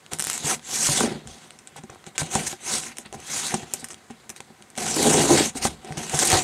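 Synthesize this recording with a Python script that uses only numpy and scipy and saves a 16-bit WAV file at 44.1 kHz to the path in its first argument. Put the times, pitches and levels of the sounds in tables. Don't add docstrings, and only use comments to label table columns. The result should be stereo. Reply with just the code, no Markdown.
import sys
import numpy as np
from scipy import signal
from scipy.io import wavfile
from scipy.ndimage import uniform_filter1d

SR = 44100
rng = np.random.default_rng(int(sys.argv[2]) if len(sys.argv) > 2 else 0)


def wav_out(sig):
    wavfile.write(sys.argv[1], SR, np.round(np.clip(np.atleast_2d(sig).T, -1, 1) * 32767).astype(np.int16))


def voltage_ratio(decibels):
    exponent = np.asarray(decibels, float) / 20
    return 10 ** exponent


N = 283803

# f/Hz, level/dB (per Hz)
HISS = [(2500, -28.5), (4200, -5), (5200, -3), (6300, 3), (8600, 2), (10400, -6.5), (12600, -17),
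        (15500, -26.5)]
# f/Hz, level/dB (per Hz)
RASP = [(550, -7), (950, -4), (1600, -0.5), (2250, 1), (3000, 0), (4000, -0.5), (5200, -8), (8000, -103)]


def evened(x):
    return x / np.sqrt(np.mean(x ** 2) + 1e-20)


def read(points, hz):
    f, value = np.transpose(points)
    return np.interp(np.log(hz + 1), np.log(f + 1), value)


def coloured(x, points):
    hz = abs(np.fft.fftfreq(4096, 1 / SR))
    log_gain = np.log(voltage_ratio(np.maximum(read(points, hz), -90)))
    taps = np.fft.ifft(np.exp(np.conj(signal.hilbert(log_gain)))).real[:2048]
    taps = taps.reshape((1,) * (x.ndim - 1) + (-1,))
    return signal.oaconvolve(x, taps, axes=-1)[..., :x.shape[-1]]


def ring(x, modes):
    out = np.zeros(len(x))
    for k, (hz, width, db) in enumerate(modes):
        r = np.exp(-np.pi * width / SR)
        swing = signal.lfilter([1 - r], [1, -r * np.exp(2j * np.pi * hz / SR)], x).imag
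        out += (-1) ** k * voltage_ratio(db) * swing
    return out


def add(mix, s, sound):
    part = mix[round(s * SR):][:len(sound)]
    part += sound[:len(part)]


def slips(per_s, spread_db):
    size = voltage_ratio(spread_db * np.minimum(rng.exponential(1, N), 4))
    return size * rng.choice([-1., 1.], N) * (rng.random(N) < per_s / SR)


def flutter(span_s, depth_db):
    waver = uniform_filter1d(rng.standard_normal(N), max(round(span_s * SR), 1))
    return voltage_ratio(depth_db * evened(waver))


def patchy(x, depth_db):
    z = signal.stft(x, nperseg=256)[2]
    field = uniform_filter1d(rng.standard_normal(z.shape), size=6, axis=0)
    field = uniform_filter1d(field, size=16, axis=1)
    return signal.istft(z * voltage_ratio(depth_db * evened(field)), nperseg=256)[1][:N]


def controls():
    # t/s, speed/dB, load/dB
    long_cut = [
        (4.761, -47, -59),
        (4.783, -33, -38),
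        (4.95, -26, -34),
        (4.975, -24, -27.5),
        (5.07, -19, -19),
        (5.21, -22, -20.5),
        (5.27, -25, -28),
        (5.32, -20.5, -13.5),
        (5.462, -24, -32),
    ]
    # start t/s, peak t/s, end t/s, speed/dB, load/dB
    strokes = [(0.11, 0.121, .18, -37, -39), (0.143, .32, 0.51, -32, -47),
               (0.363, 0.53, .585, -32.5, -36.5), (0.628, 0.738, 0.87, -32.5, -50.5),
               (0.65, 0.875, 1.063, -20, -39.5), (0.886, 1.005, 1.11, -26, -32.5),
               (0.992, 1.046, 1.266, -47, -32.5), (1.255, 1.283, 1.65, -51.5, -56),
               (2.183, 2.184, 2.41, -39.5, -42), (2.287, 2.375, 2.493, -33.5, -33),
               (2.355, 2.5, 2.575, -34.5, -53), (2.6, 2.735, 2.87, -24, -38),
               (2.794, 2.868, 2.95, -38.5, -51.5), (3.127, 3.127, 3.25, -80, -40.5),
               (3.197, 3.4, 3.64, -25.5, -44.5), (3.48, 3.532, 3.72, -47, -38),
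               (3.642, 3.738, 4.0, -48, -54), (5.45, 5.459, 5.515, -27, -34.5),
               (5.49, 5.677, 5.798, -42.5, -40), (5.77, 5.918, 6.0, -51, -42),
               (5.958, 5.982, 6.2, -35.5, -37.5), (6.06, 6.248, 6.5, -21.5, -34.5),
               (6.287, 6.374, 6.45, -26.5, -27.5)]
    rest_speed_db, rest_load_db = -64, -62
    ends_db, bend = -31.5, 1.846

    t = np.arange(N) / SR
    s, *cut = np.transpose(long_cut)
    gains = voltage_ratio(np.array([np.interp(t, s, c, -99, -99) for c in cut]))
    gains += voltage_ratio(np.array([[rest_speed_db], [rest_load_db]]))
    for start, peak, end, *db in strokes:
        near = slice(max(round((2 * start - peak) * SR), 0), round((2 * end - peak) * SR))
        before = (peak - t[near]) / (peak - start)
        after = (t[near] - peak) / (end - peak)
        away = np.maximum(before, after)
        gains[:, near] += voltage_ratio(np.array(db)[:, None] + ends_db * away ** bend)
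    return 20 * np.log10(gains)


def rubbing():
    # middle t/s, length t/s, hiss level/dB, rasp level/dB, drum level/dB
    scuffs = [(0.496, 0.1, -17.5, -28, -35), (1.779, 0.035, -43.5, -45, -45),
              (1.926, 0.041, -57, -52, -45.5), (2.077, 0.034, -44, -45, -43),
              (2.162, 0.023, -45, -38.5, -51), (2.204, 0.03, -19, -23, -65), (2.337, 0.059, -27, -36, -66),
              (2.474, 0.017, -19, -30, -61), (2.925, 0.02, -73, -45, -60), (2.995, 0.067, -43, -53, -50),
              (3.063, 0.02, -71, -37.5, -67), (3.147, 0.028, -39, -52, -56), (3.802, 0.016, -37, -67, -58),
              (3.913, 0.026, -34, -46, -43), (5.38, 0.081, -42, -29, -26), (4.109, 0.023, -54, -50, -44),
              (4.306, 0.018, -54, -52, -41), (4.371, 0.028, -39.5, -50, -58), (1.11, 0.19, -63, -43, -60),
              (5.571, 0.037, -27, -36.5, -34.5), (5.651, 0.055, -16.5, -22, -43),
              (6.142, 0.036, -30, -37, -23), (6.228, 0.015, -18, -21, -20.5), (6.344, 0.1, -33, -18.5, -21)]
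    # f/Hz, width f/Hz, level/dB
    panels = [(339.6, 62, -1.5), (503, 180, -4), (634, 126, -4), (742, 94, 1), (973, 810, -23.5)]
    # f/Hz, width f/Hz, level/dB
    hollow = [(67, 84, -22.5), (101, 130, -8.5), (148, 26, 1), (211.8, 30, 3.5)]
    # f/Hz, width f/Hz, level/dB
    flaps = [(270, 40, -0.5), (336, 41, 1), (423, 33, 0), (507, 53, -1.5), (615, 180, -6), (813, 185, -6)]
    # start t/s, end t/s
    slit = [
        (1.0, 1.24),
        (4.97, 5.48),
    ]

    t = np.arange(N) / SR
    speed, load = controls()
    hiss, drum = voltage_ratio(speed), voltage_ratio(load)
    rasp = voltage_ratio(-11 + 0.64 * speed + 0.14 * load)
    keep = np.exp(-1 / (0.017 * SR))
    boom = signal.lfilter([1 - keep], [1, -keep], voltage_ratio(-6.5 + 0.9 * load))
    grit = evened(slips(300, spread_db=3))
    tear = voltage_ratio(-2 + speed + load) * grit

    for middle, length, *db in scuffs:
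        swell = np.hanning(max(round(1.55 * length * SR), 8))
        for gain, peak_db in zip((hiss, rasp, drum), db):
            add(gain, middle - len(swell) / SR / 2, voltage_ratio(peak_db - 6) * swell)

    fibres = slips(12000, spread_db=2) * flutter(0.0082, depth_db=1.59)
    catches = slips(900, spread_db=0) * flutter(0.022, depth_db=1.32)
    rough = fibres * rng.choice([-1., 1.], N) + 0.37 * evened(catches)
    board = evened(coloured(rough, RASP))
    on_flaps = sum((t > a) & (t < b) for a, b in slit)
    body = np.where(on_flaps, evened(ring(catches, flaps)), evened(ring(catches, panels)))
    scrape = hiss * evened(coloured(fibres, HISS)) + rasp * board + coloured(tear, HISS)
    return patchy(scrape, depth_db=2.5) + drum * body + boom * evened(ring(catches, hollow))


def snaps():
    # t/s, peak level/dB
    tape_snaps = [(1.273, -28.5), (1.5883, -32), (1.6726, -29.5), (1.8357, -34.5), (2.0647, -29),
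                  (2.1794, -7.5), (2.2308, -20.5), (2.2613, -27), (2.3516, -6.5), (2.4693, -14.5),
                  (2.835, -22.5), (2.9692, -25.5), (3.5414, -9.5), (3.904, -27), (4.1071, -35),
                  (4.776, -14.5), (5.4936, -20), (5.8466, -30), (5.9716, -22), (5.9788, -20),
                  (6.0955, -15.5), (6.1444, -13), (6.1893, -5)]
    # t/s, peak level/dB
    ticks = [(1.0036, -9), (1.7639, -31), (2.9836, -17.5), (3.2011, -32), (3.7364, -8), (3.8427, -14.5),
             (3.8856, -28), (4.2934, -20.5), (4.3006, -19.5), (4.7017, -36), (4.9641, -10.5), (5.0282, -8),
             (6.0654, -27)]
    # t/s, peak level/dB
    pats = [(.0628, -38), (.1146, -43), (.594, -34.5), (1.506, -33), (1.9001, -31.5), (1.9474, -40),
            (2.0408, -39), (2.1555, -41), (2.5262, -24), (3.0594, -37), (3.1263, -27.5), (3.9315, -31),
            (3.9429, -29.5), (4.362, -31), (4.4039, -25.5), (4.6229, -35), (4.7531, -33), (4.7834, -20.5),
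            (4.8648, -19), (5.9229, -27), (6.0327, -26.5)]
    # t/s, peak level/dB
    crackles = [(.1336, -12.5), (.1484, -27), (.1634, -33), (.1864, -16.5), (.195, -10), (.2004, -8.5),
                (.2084, -16), (.2134, -23), (.2229, -10.5), (.2409, -13), (.2484, -12), (.2604, -38),
                (.2693, -11.5), (.2987, -6), (.3024, -27), (.3114, -15), (.3204, -21), (.3304, -12),
                (.3404, -25), (.3454, -18), (.3775, -15.5), (6.2265, -18), (6.2525, -4.5), (6.2721, -6),
                (6.301, -3), (6.317, -5)]
    # f/Hz, level/dB (per Hz)
    crack_tone = [(2500, -142), (5000, 2.5), (8500, 6.5), (11000, -9), (15000, -36)]
    # f/Hz, level/dB (per Hz)
    edge_tone = [(6000, -61), (9500, 19), (13000, 7), (15500, -13)]
    # events, crack dB, edge dB, rasp dB, fizz dB, fizz t60 in s
    kinds = ((tape_snaps, -0.5, -27, -12.5, -9, 0.05),
             (ticks, -2.5, -18, -18, -8, 0.035),
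             (pats, -2, -25, -7, -2, 0.01),
             (crackles, -1, -16.5, -14, -13.5, 0.018))

    t = np.arange(3000) / SR
    layers = np.zeros((3, N))
    for rows, *colour, fizz_db, t60 in kinds:
        fade = voltage_ratio(-60 * t / 0.0036) + voltage_ratio(fizz_db - 60 * t / t60)
        for s, db in rows:
            burst = fade * rng.standard_normal(len(t)) + 2.4 * (t == 0)
            for layer, less_db in zip(layers, colour):
                add(layer, s + 0.00054, voltage_ratio(db + less_db - 8) * burst)
    crack, edge, rasp = layers
    out = voltage_ratio(6) * coloured(crack, crack_tone)
    out += voltage_ratio(9) * coloured(edge, edge_tone)
    return out + voltage_ratio(19) * coloured(rasp, RASP)


def blows(rows, wall_db, t60, modes):
    t = np.arange(8000) / SR
    out = np.zeros(N)
    fall = voltage_ratio(-60 * t / t60) * (1 - np.exp(-t / 0.0024))
    for s, db, hz, *more_db in rows:
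        panel = np.sin(2 * np.pi * hz * t)
        panel += 0.4 * np.sin(2 * np.pi * 1.8 * hz * t)
        panel += 0.14 * np.sin(2 * np.pi * 0.616 * hz * t)
        wall = ring(rng.standard_normal(len(t)) * voltage_ratio(-60 * t / 0.016) + 9 * (t == 0), modes)
        wall *= voltage_ratio(wall_db + sum(more_db)) / abs(wall).max()
        add(out, s + 0.0021, voltage_ratio(db - 3) * (panel * fall + wall))
    return out


def knocks():
    # t/s, peak level/dB, panel f/Hz
    palm = [(.128, -23.5, 160), (.442, -16, 156), (1.835, -24, 208), (2.068, -24.5, 191), (3.056, -31, 208),
            (3.825, -29, 245), (3.904, -32, 369), (4.1, -23, 231), (4.5, -32, 213), (4.963, -14, 310),
            (5.551, -18, 263), (5.842, -28.5, 374), (5.904, -19.5, 160), (5.973, -15.5, 181),
            (6.137, -13.5, 150)]
    # t/s, peak level/dB, panel f/Hz
    knuckle = [(.192, -29.5, 200), (1.784, -31.5, 156), (2.215, -16.5, 161), (2.352, -9, 209.5),
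               (2.984, -32.5, 228), (3.142, -28, 220), (3.538, -11, 210), (4.294, -33.5, 216),
               (4.604, -40, 206), (4.776, -21, 216)]
    # t/s, peak level/dB, panel f/Hz
    blade = [(1.758, -40.5, 176), (1.895, -37.5, 132), (1.956, -44, 103), (2.038, -49, 360),
             (2.528, -32, 366), (3.629, -36, 141), (3.735, -33, 400), (4.401, -39.5, 227), (5.65, -17, 228)]
    # f/Hz, width f/Hz, level/dB
    upper_wall = [(580, 230, -1.5), (794, 60, 7), (1280, 1020, -7.5)]
    out = blows(palm, wall_db=-7.5, t60=0.059, modes=upper_wall)
    out += blows(knuckle, wall_db=1.4, t60=0.069, modes=upper_wall)
    return out + blows(blade, wall_db=11.4, t60=0.077, modes=upper_wall)


def landings():
    # t/s, peak level/dB, panel f/Hz, bottom flap level/dB
    drops = [
        (.887, -13.5, 141, 2),
        (1.005, -10.5, 199.4, 6),
        (1.034, -15.5, 226, 1),
        (1.072, -16, 207, -3),
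        (1.114, -17.5, 191, -8),
        (1.15, -21, 200, -17),
        (1.253, -30, 126, -6),
        (6.327, -9.5, 101, -2),
    ]
    # f/Hz, width f/Hz, level/dB
    bottom = [(402, 22, 3), (560, 96, 3.5), (720, 170, -4), (1170, 900, -6)]
    return blows(drops, wall_db=0.5, t60=0.08, modes=bottom)


def shudders():
    # middle t/s, length t/s, level/dB
    swells = [
        (0.906, 0.092, -34.5),
        (1.303, 0.12, -45),
        (3.16, 0.21, -49.5),
        (5.67, 0.31, -40),
        (6.323, 0.14, -38),
    ]
    # f/Hz, width f/Hz, level/dB
    table_top = [(38, 24, 0), (71.5, 30, -1)]
    gain = np.zeros(N)
    for middle, length, db in swells:
        add(gain, middle - length / 2, voltage_ratio(db) * np.hanning(round(length * SR)))
    return gain * evened(ring(rng.standard_normal(N), table_top))


def room(x):
    # f/Hz, t/s
    fade_times = [(200, 0.16), (2000, 0.077), (12000, 0.11)]
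    size = SR // 3
    taps = np.zeros((2, size))
    slots = np.arange(60, size - 20, 20)
    at = slots + rng.integers(0, 20, (2, len(slots)))
    np.put_along_axis(taps, at, rng.choice([-1., 1.], at.shape), 1)
    hz, t, z = signal.stft(taps, SR, nperseg=128)
    fade = voltage_ratio(-60 * t / read(fade_times, hz)[:, None])
    tail = signal.istft(z * fade, SR, nperseg=128)[1]
    return signal.fftconvolve(x[None], tail / np.linalg.norm(tail[0]), axes=1)[:, :N]


def air():
    # f/Hz, level/dB (per Hz)
    murmur = [(15, -41), (25, -22), (111, -6), (666, -11), (763, -17), (974, -10.5), (1920, -11.5),
              (2140, -10), (2590, -23.5), (8090, -19), (15100, -32), (16400, -36)]
    return voltage_ratio(-56) * evened(coloured(rng.standard_normal((2, N)), murmur))


def scene():
    # f/Hz, level/dB
    apart = [(60, -20), (120, -28), (240, -24), (480, -15.5), (950, -11.5), (1890, -12.5), (3770, -11),
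             (7520, -18), (15000, -5.5)]
    box = rubbing() + snaps() + knocks() + landings() + shudders()
    wet, far = room(box), air()
    mid = box + voltage_ratio(-11) * wet[0] + far[0]
    side = coloured(wet[1] - voltage_ratio(-17) * box + voltage_ratio(8.5) * far[1], apart)
    return np.array([mid + side, mid - side])


def band_limit(x):
    return signal.sosfilt(signal.butter(12, 16520, fs=SR, output="sos"), x)


def record(dry):
    # f/Hz, level/dB
    microphone = [(15, -37), (60, 1.5), (15600, -2), (16600, -45)]
    finished = 0.66 * np.tanh(coloured(dry, microphone) / 0.68)
    return band_limit(finished)


dry = scene()
out = record(dry)
wav_out(out)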